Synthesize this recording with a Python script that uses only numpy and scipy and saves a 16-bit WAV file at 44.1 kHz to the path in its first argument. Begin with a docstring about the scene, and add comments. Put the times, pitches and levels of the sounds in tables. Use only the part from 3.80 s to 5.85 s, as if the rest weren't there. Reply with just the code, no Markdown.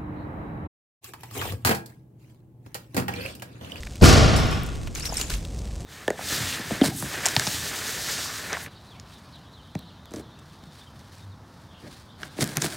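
"""Excavator on frozen ground

An open field, the microphone within earshot of the dig. The bucket slams into frozen ground:
the ground booms, and bucket and arm ring and rattle. As the bucket lifts, frozen dirt slides off,
clicks and chinks on the steel, and a big clod drops back. The engine rumbles underneath,
a small ground fire crackles and a little wind touches the microphone."""
import sys
import numpy as np
from scipy import signal
from scipy.fft import rfft, irfft
from scipy.io import wavfile
from scipy.ndimage import uniform_filter1d

SR = 44100
rng = np.random.default_rng(int(sys.argv[2]) if len(sys.argv) > 2 else 0)


def wav_out(sig):
    """Save sig, one row per channel (or a flat mono array), as 16-bit PCM at SR to the path in sys.argv[1]."""
    wavfile.write(sys.argv[1], SR, np.round(np.clip(np.atleast_2d(sig).T, -1, 1) * 32767).astype(np.int16))


N = 90404
STRIKE_S = 0.2202  # the bucket meets the ground
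TOP_HZ = 15700  # upper edge of the grit and of the recorder


def undb(db):
    """Decibels to gain."""
    return 10 ** (np.asarray(db) / 20)


def unit(x):
    """Scale to rms 1."""
    return x / np.sqrt(np.mean(x ** 2) + 1e-18)


def since(start):
    """Seconds after a moment, zero before it."""
    return np.maximum(np.arange(N) / SR - start, 0)


def curve(points):
    """Gain along (s, dB) points."""
    return undb(np.interp(since(0), *np.array(points).T))


def fade(age, t60):
    """Exponential decay, 60 dB down after t60 seconds."""
    return np.exp(-np.log(1000) * age / max(t60, 1e-3))


def strike(start, attack, t60):
    """Quick rise and exponential decay; all times in seconds."""
    age = since(start)
    return (1 - np.exp(-age / max(attack, 1e-5))) * fade(age, t60)


def bin_hz():
    """Frequency of every spectral bin, at least 1 Hz."""
    return np.maximum(np.arange(N // 2 + 1) * SR / N, 1)


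def shape(x, gain):
    """Filter by a gain per bin; rms 1."""
    return unit(irfft(rfft(x) * gain, N))


def colour(x, points):
    """Filter through (Hz, dB) points; rms 1."""
    hz, db = np.array(points).T
    return shape(x, undb(np.interp(np.log2(bin_hz()), np.log2(hz), db)))


def noise():
    """Two unrelated noises: mid and side."""
    return rng.standard_normal((2, N))


def resonance(hz, width_hz):
    """Mid and side noise through one resonance."""
    return shape(noise(), 1 / (1 + ((bin_hz() - hz) / width_hz) ** 2))


def noise_band(hz, octaves, slope=2):
    """Mid and side noise, 6 dB down this many octaves either side of hz."""
    return shape(noise(), 1 / (1 + (np.log2(bin_hz() / hz) / octaves) ** slope))


def grains(per_s, spread_db):
    """Random clicks of uneven size: mid and side."""
    clicks = (rng.random((2, N)) < per_s / SR) * np.sign(noise())
    sizes = undb(spread_db * np.minimum(rng.exponential(size=(2, N)), 4))
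    return unit(clicks * sizes)


def stereo(pair, side_db):
    """Mid and side to left and right."""
    return pair[0] + undb(side_db) * pair[1] * np.array([[1], [-1]])


def walk(hz):
    """Random wander slower than about hz; rms 1."""
    return shape(rng.standard_normal(N), np.exp(-(bin_hz() / hz) ** 2))


def steady(x, seconds):
    """Even out the slow swells of a noise."""
    power = uniform_filter1d(x ** 2, max(int(seconds * SR), 2), axis=-1)
    return x / np.sqrt(power + 1e-6)


# Colour of the engine at the microphone. Each row: frequency in Hz, relative level in dB.
RUMBLE_COLOUR = [(18, -59), (35, -2.5), (62, -2), (100, -7), (160, -10.5), (300, -19.5), (600, -25.5),
                 (1200, -38.5), (2500, -73), (16000, -87)]
# The engine taking up the load. Each row: time in seconds, gain in dB.
ENGINE_LOAD = [(0, -3), (.2, -2.5), (.9, 1.5), (1.12, -3.5), (1.3, -0.5), (1.5, -0.5), (1.8, 2),
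               (2.05, 0.5)]


def engine():
    """The engine, low and central: a rumble and an unsteady firing note that swell with the load."""
    firing_hz = 55.5 * (1 + 0.039 * walk(5.0))
    firing = np.sin(2 * np.pi * np.cumsum(firing_hz) / SR) * undb(-41.5 + 2 * walk(8.9))
    rumble = steady(colour(rng.standard_normal(N), RUMBLE_COLOUR), 0.14) * undb(-34.5)
    return (firing + rumble) * curve(ENGINE_LOAD)


# A light gust across the field. Each row: time in seconds, level in dB.
WIND_LEVEL = [(0, -55), (.3, -68), (1.0, -33), (1.45, -47), (1.6, -51), (2.05, -109)]


def wind():
    """Wind right on the microphone ports makes a low, wide flutter."""
    return resonance(hz=0, width_hz=135) * curve(WIND_LEVEL)


# Colour of the ground fire. Each row: frequency in Hz, relative level in dB.
FIRE_COLOUR = [(300, -5), (1500, -1), (5000, 1), (8000, 0.5), (11000, -11.5), (16000, -20)]
# Rise and fall of the fire. 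Each row: time in seconds, gain in dB.
FIRE_SWELL = [(0, 1.5), (1.02, 3), (1.1, 0), (1.65, 3), (2.05, 1.5)]


def fire():
    """A small ground fire, faint at the microphone: pops over an even hiss."""
    pops = colour(grains(per_s=220, spread_db=2.4)[0], FIRE_COLOUR) * undb(-54)
    hiss = colour(rng.standard_normal(N), FIRE_COLOUR) * undb(-55)
    return (pops + hiss) * curve(FIRE_SWELL)


def grit(per_s=6000, longest_t60_s=.014, spread_db=3.3):
    """Tiny frozen crumbs, each ticking briefly at its own pitch: mid and side."""
    out = np.zeros((2, N))
    age = np.arange(int(longest_t60_s * SR)) / SR
    for when, pitch, size, length, side in rng.random((int(per_s * N / SR), 5)):
        at = int(when * (N - len(age)))
        tick = np.sin(2 * np.pi * pitch * TOP_HZ * age) * fade(age, longest_t60_s * length)
        gain = undb(-spread_db * np.log(size + .01))
        out[:, at:at + len(age)] += np.outer([1, 2 * side - 1], tick * gain)
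    return out


# Dirt leaving the lifted bucket. Each row: time in seconds, level in dB.
SLIDE_LEVEL = [(1.141, -62), (1.158, -39), (1.2, -42.5), (1.26, -42), (1.31, -44.5), (1.413, -33),
               (1.462, -47.5), (1.529, -37.5), (1.6, -52.5), (1.68, -67)]
# Colour of that dirt. Each row: frequency in Hz, relative level in dB.
SLIDE_COLOUR = [(200, -2), (600, -5.5), (1200, -0.5), (2500, 1), (4500, -2), (7000, 1), (10000, -5.5),
                (15500, -15)]


def sliding_dirt():
    """Grit and dry, crackling dust slide off the steel in an uneven stream."""
    times, db = np.array(SLIDE_LEVEL).T
    flow = undb(np.interp(since(0), times, db, left=-120, right=-120) + 2 * walk(39))
    crumbs = unit(grit())
    dust = undb(-2) * grains(per_s=4000, spread_db=3.5)
    return flow * stereo(colour(crumbs + dust, SLIDE_COLOUR), side_db=0)


# Hard crumbs around the bucket. Each row: start in seconds, level in dB, centre in Hz, t60 in seconds.
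CRACKS = [(.033, -27.5, 1890, 0.012), (0.07, -32.5, 2030, 0.021), (0.135, -37, 3440, 0.0076),
          (.156, -33.5, 3430, 0.021), (0.221, -21, 11000, 0.0096), (.561, -38, 11000, 0.023),
          (.668, -39, 12500, 0.037), (0.833, -30, 13000, 0.013), (0.862, -36, 6200, 0.042),
          (0.954, -34, 2130, 0.013), (1.072, -30.5, 2330, 0.034), (1.15, -28, 6500, 0.014),
          (1.157, -20.5, 2040, 0.013), (1.166, -39, 6960, 0.018), (1.1974, -26.5, 6440, 0.013),
          (1.253, -32, 7800, 0.091), (1.254, -21, 3750, 0.016), (1.341, -29, 6260, 0.033),
          (1.379, -35, 2760, 0.027), (1.397, -31, 7000, 0.069), (1.4116, -22, 5600, 0.02),
          (1.4137, -13.5, 3360, 0.0088), (1.498, -28.5, 4300, 0.038), (1.502, -23.5, 4330, 0.023),
          (1.522, -38, 5500, 0.04), (1.5389, -15.5, 2880, 0.0049), (1.6503, -29.5, 3350, 0.011),
          (1.747, -34, 3780, 0.0082), (1.79, -36.5, 4840, 0.017), (1.8738, -34, 3130, 0.0075),
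          (1.909, -37, 2000, 0.0075)]


def cracking_crumbs():
    """Hard crumbs crack and land, each a sharp, broad burst of noise."""
    out = 0
    for start, db, hz, t60 in CRACKS:
        crack = stereo(noise_band(hz, octaves=0.77), side_db=-15)
        out = out + undb(db) * strike(start, 0.0003, t60) * crack
    return out


# Frozen lumps colliding. Each row: start in seconds, level in dB, pitch in Hz, t60 in seconds.
CHINKS = [(1.151, -25, 6550, 0.02), (1.205, -33.5, 4600, 0.038), (1.222, -32, 5360, 0.09),
          (1.23, -37, 2710, 0.034), (1.258, -27, 5600, 0.083), (1.292, -28.5, 5230, 0.043),
          (1.327, -30, 6650, 0.033), (1.3695, -18, 8550, 0.024), (1.369, -19, 5430, 0.018),
          (1.381, -25.5, 7300, 0.024), (1.411, -32, 7050, 0.2), (1.565, -48, 11600, .07)]


def chinking_lumps():
    """Frozen lumps ring in a narrow band as they knock together."""
    out = 0
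    for start, db, hz, t60 in CHINKS:
        tone = steady(resonance(hz, width_hz=0.04 * hz), 0.0033)
        out = out + undb(db) * strike(start, 0.00084, t60) * stereo(tone, side_db=-4)
    return out


# Soft clods landing. Each row: start in seconds, level in dB, centre in Hz, t60 in seconds.
KNOCKS = [(.068, -31.5, 715, 0.019), (1.072, -33, 900, 0.03), (1.292, -38, 610, 0.18),
          (1.3224, -28.5, 760, 0.06), (1.397, -31, 520, 0.04), (1.5, -32, 1200, 0.051)]


def soft_clods():
    """Soft lumps knock dully on steel and soil."""
    out = 0
    for start, db, hz, t60 in KNOCKS:
        body = steady(noise_band(hz, octaves=0.5), 0.013)
        out = out + undb(db) * strike(start, 0.00077, t60) * stereo(body, side_db=-11.5)
    return out


def big_clod(start=1.526, hz=44.5):
    """A big clod drops back to the ground with one deep thud."""
    return undb(-18.5) * strike(start, attack=0.0044, t60=0.3) * np.sin(2 * np.pi * hz * since(start))


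# Clinks from the arm's linkage. Each row: start in seconds, level in dB.
PIN_CLINKS = [(.561, -35), (0.708, -44.5)]
# Modes of the pins. Each row: frequency in Hz, level relative to the clink in dB, t60 in seconds.
PIN_MODES = [(5320, -1, .45), (6900, -2, .08), (7710, -4, .26), (9470, -1.5, .22), (13500, -15, .15)]


def pins():
    """Loose pins jangle in the linkage, with a fine rattle on top."""
    jangle = 0
    for hz, db, t60 in PIN_MODES:
        level = sum(undb(hit_db + db) * strike(start, 0.00064, t60) for start, hit_db in PIN_CLINKS)
        tone = steady(resonance(hz, width_hz=40), 0.0067)
        jangle = jangle + level * stereo(tone, side_db=1)
    rattle_level = sum(undb(db - 12) * strike(start, attack=.001, t60=.5) for start, db in PIN_CLINKS)
    return jangle + rattle_level * stereo(resonance(hz=12600, width_hz=670), side_db=-8)


# The bucket's blows into the ground. 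Each row: start in seconds, level in dB.
BLOWS = [(.221, -0.5), (.2315, 4), (.244, -7.5), (.276, -6), (.291, -6)]
# Modes of the ground. Each row: frequency in Hz, level relative to the blow in dB, t60 in seconds.
GROUND_MODES = [(80, -21, .16), (140, -5, .09), (215, -10, .06), (365, -8, .06)]


def ground_boom():
    """Every blow rings the same low modes of the frozen ground."""
    out = 0
    for start, blow_db in BLOWS:
        age = since(start)
        for hz, db, t60 in GROUND_MODES:
            out = out - undb(blow_db + db) * np.sin(2 * np.pi * hz * age) * fade(age, t60)
    return out


def bucket_slap():
    """The flat back of the bucket slaps the soil dully."""
    body = steady(noise_band(hz=207, octaves=1, slope=4), 0.032)
    return undb(-10.5) * strike(STRIKE_S, attack=0.012, t60=0.25) * stereo(body, side_db=-4)


# Modes of the bucket. Each row: frequency in Hz, level in dB, t60 in seconds until the arm rests.
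BUCKET_MODES = [(260, -29, 1.7), (436, -27, 1.4), (495, -23, 1.5), (646, -28, 1.6), (732, -28, 1.5),
                (776, -30.5, 1.9), (1104, -30, .9), (1372, -37, 1.8), (4402, -27.5, 1.1), (4556, -28, .8),
                (4995, -31.5, 1.1), (5292, -32.5, 1.0), (5679, -27, 1.2), (6175, -33.5, .9)]


def bucket_ring(waver_db=2, waver_hz=3):
    """Clear steel modes, wavering as the bucket grinds in."""
    out = 0
    for hz, db, t60 in BUCKET_MODES:
        phase = 2 * np.pi * (np.cumsum(hz + waver_hz * walk(29)) / SR + rng.random())
        level = undb(db + waver_db * walk(8.4)) * strike(STRIKE_S, .025, t60)
        out = out + level * np.sin(phase)
    return out


# Clusters of close modes in the steel plates. Each row: centre in Hz, width in Hz.
PLATE_CLUSTERS = [(700, 110), (1150, 110), (1420, 70), (4030, 70), (4490, 130), (5070, 130), (5480, 90),
                  (5700, 90), (6170, 150), (6750, 70), (7730, 90)]


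def plates(lift_db=6.5):
    """Gain per bin with which the steel plates colour the crash."""
    clusters = sum(np.exp(-((bin_hz() - hz) / width) ** 2) for hz, width in PLATE_CLUSTERS)
    return undb(lift_db * clusters)


# The crash of ground and steel at the microphone. Each row: frequency in Hz, band level in dB,
# attack in seconds, t60 in seconds until the arm rests, gain of the first burst in dB, side level in dB.
CRASH_BANDS = [(25, -26, 0.018, 1.8, -21, -11), (46.7, -13.5, 0.0059, 1.63, -3.5, -13),
               (95, -9, 0.022, 1.71, -2, -10), (182, -18, 0.0079, 2.26, -2, -3.5),
               (354, -21, 0.0037, 1.7, 5, -1.5), (565, -11, 0.0098, 1.06, -10.5, -9.5),
               (897, -25, 0.02, 2.06, -3, -6), (1190, -23, 0.029, 2.46, 4.5, 1.5),
               (2040, -24.5, 0.014, 2.23, 2.5, -8), (3400, -23.5, 0.031, 2.28, 2, -6),
               (4830, -16, 0.042, 1.02, -0.5, -59), (7300, -28, 0.044, 1.74, 9.5, -9),
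               (9160, -35.5, 0.025, 1.53, 11.5, -10.5), (15100, -47, 0.036, 1.1, 16.5, -31)]


def crash(burst_s=0.15, graze_lead_s=0.0095, flicker_db=0.9):
    """Ground and steel shake and ring down: the lows come first, the crushed crust a moment later."""
    hz, *columns = np.array(CRASH_BANDS).T
    bin_octaves = np.log2(bin_hz())
    spectrum = rfft(noise() + 0.36 * grains(per_s=900, spread_db=2)) * plates()
    age = since(STRIKE_S)
    flicker = undb(flicker_db * walk(84))
    # The teeth graze the crust just before the blow.
    graze = undb(-11.5) * strike(STRIKE_S - graze_lead_s, attack=0.0031, t60=0.18)
    out = 0
    for centre in np.arange(np.log2(25), np.log2(18000), .5):  # half-octave bands
        db, attack, t60, burst_db, side_db = (np.interp(centre, np.log2(hz), c) for c in columns)
        window = np.clip(1.5 - 4 * abs(bin_octaves - centre), 0, 1)
        band = steady(unit(irfft(spectrum * window, N)), .07)
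        burst = undb(burst_db * np.exp(-(age / burst_s) ** 2))
        level = np.minimum(age / attack, 1) * fade(age, t60) * burst + graze
        out = out + stereo(band, side_db) * level * undb(db) / np.sqrt(2)
    return out * flicker


def scene(rest_s=.76, settle_db_per_s=48.5):
    """The blow and the falling dirt, a touch left of centre, over engine, wind and fire."""
    settle = undb(-settle_db_per_s * since(rest_s))  # the shaking dies faster once the arm rests
    shaking = (crash() + bucket_ring()) * settle
    blow = shaking + bucket_slap() + ground_boom() + pins()
    dirt = cracking_crumbs() + chinking_lumps() + sliding_dirt() + big_clod() + soft_clods()
    balance = undb([[.25], [-.25]])
    return (blow + dirt) * balance + engine() + wind() + fire()


def record(dry):
    """The recorder rounds off the loudest peaks and cuts the top."""
    driven = 0.97 * dry
    rounded = driven / (1 + driven ** 6) ** (1 / 6)
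    lowpass = signal.ellip(10, .2, 80, TOP_HZ, fs=SR, output="sos")
    return signal.sosfilt(lowpass, rounded)


dry = scene()
out = record(dry)
wav_out(out)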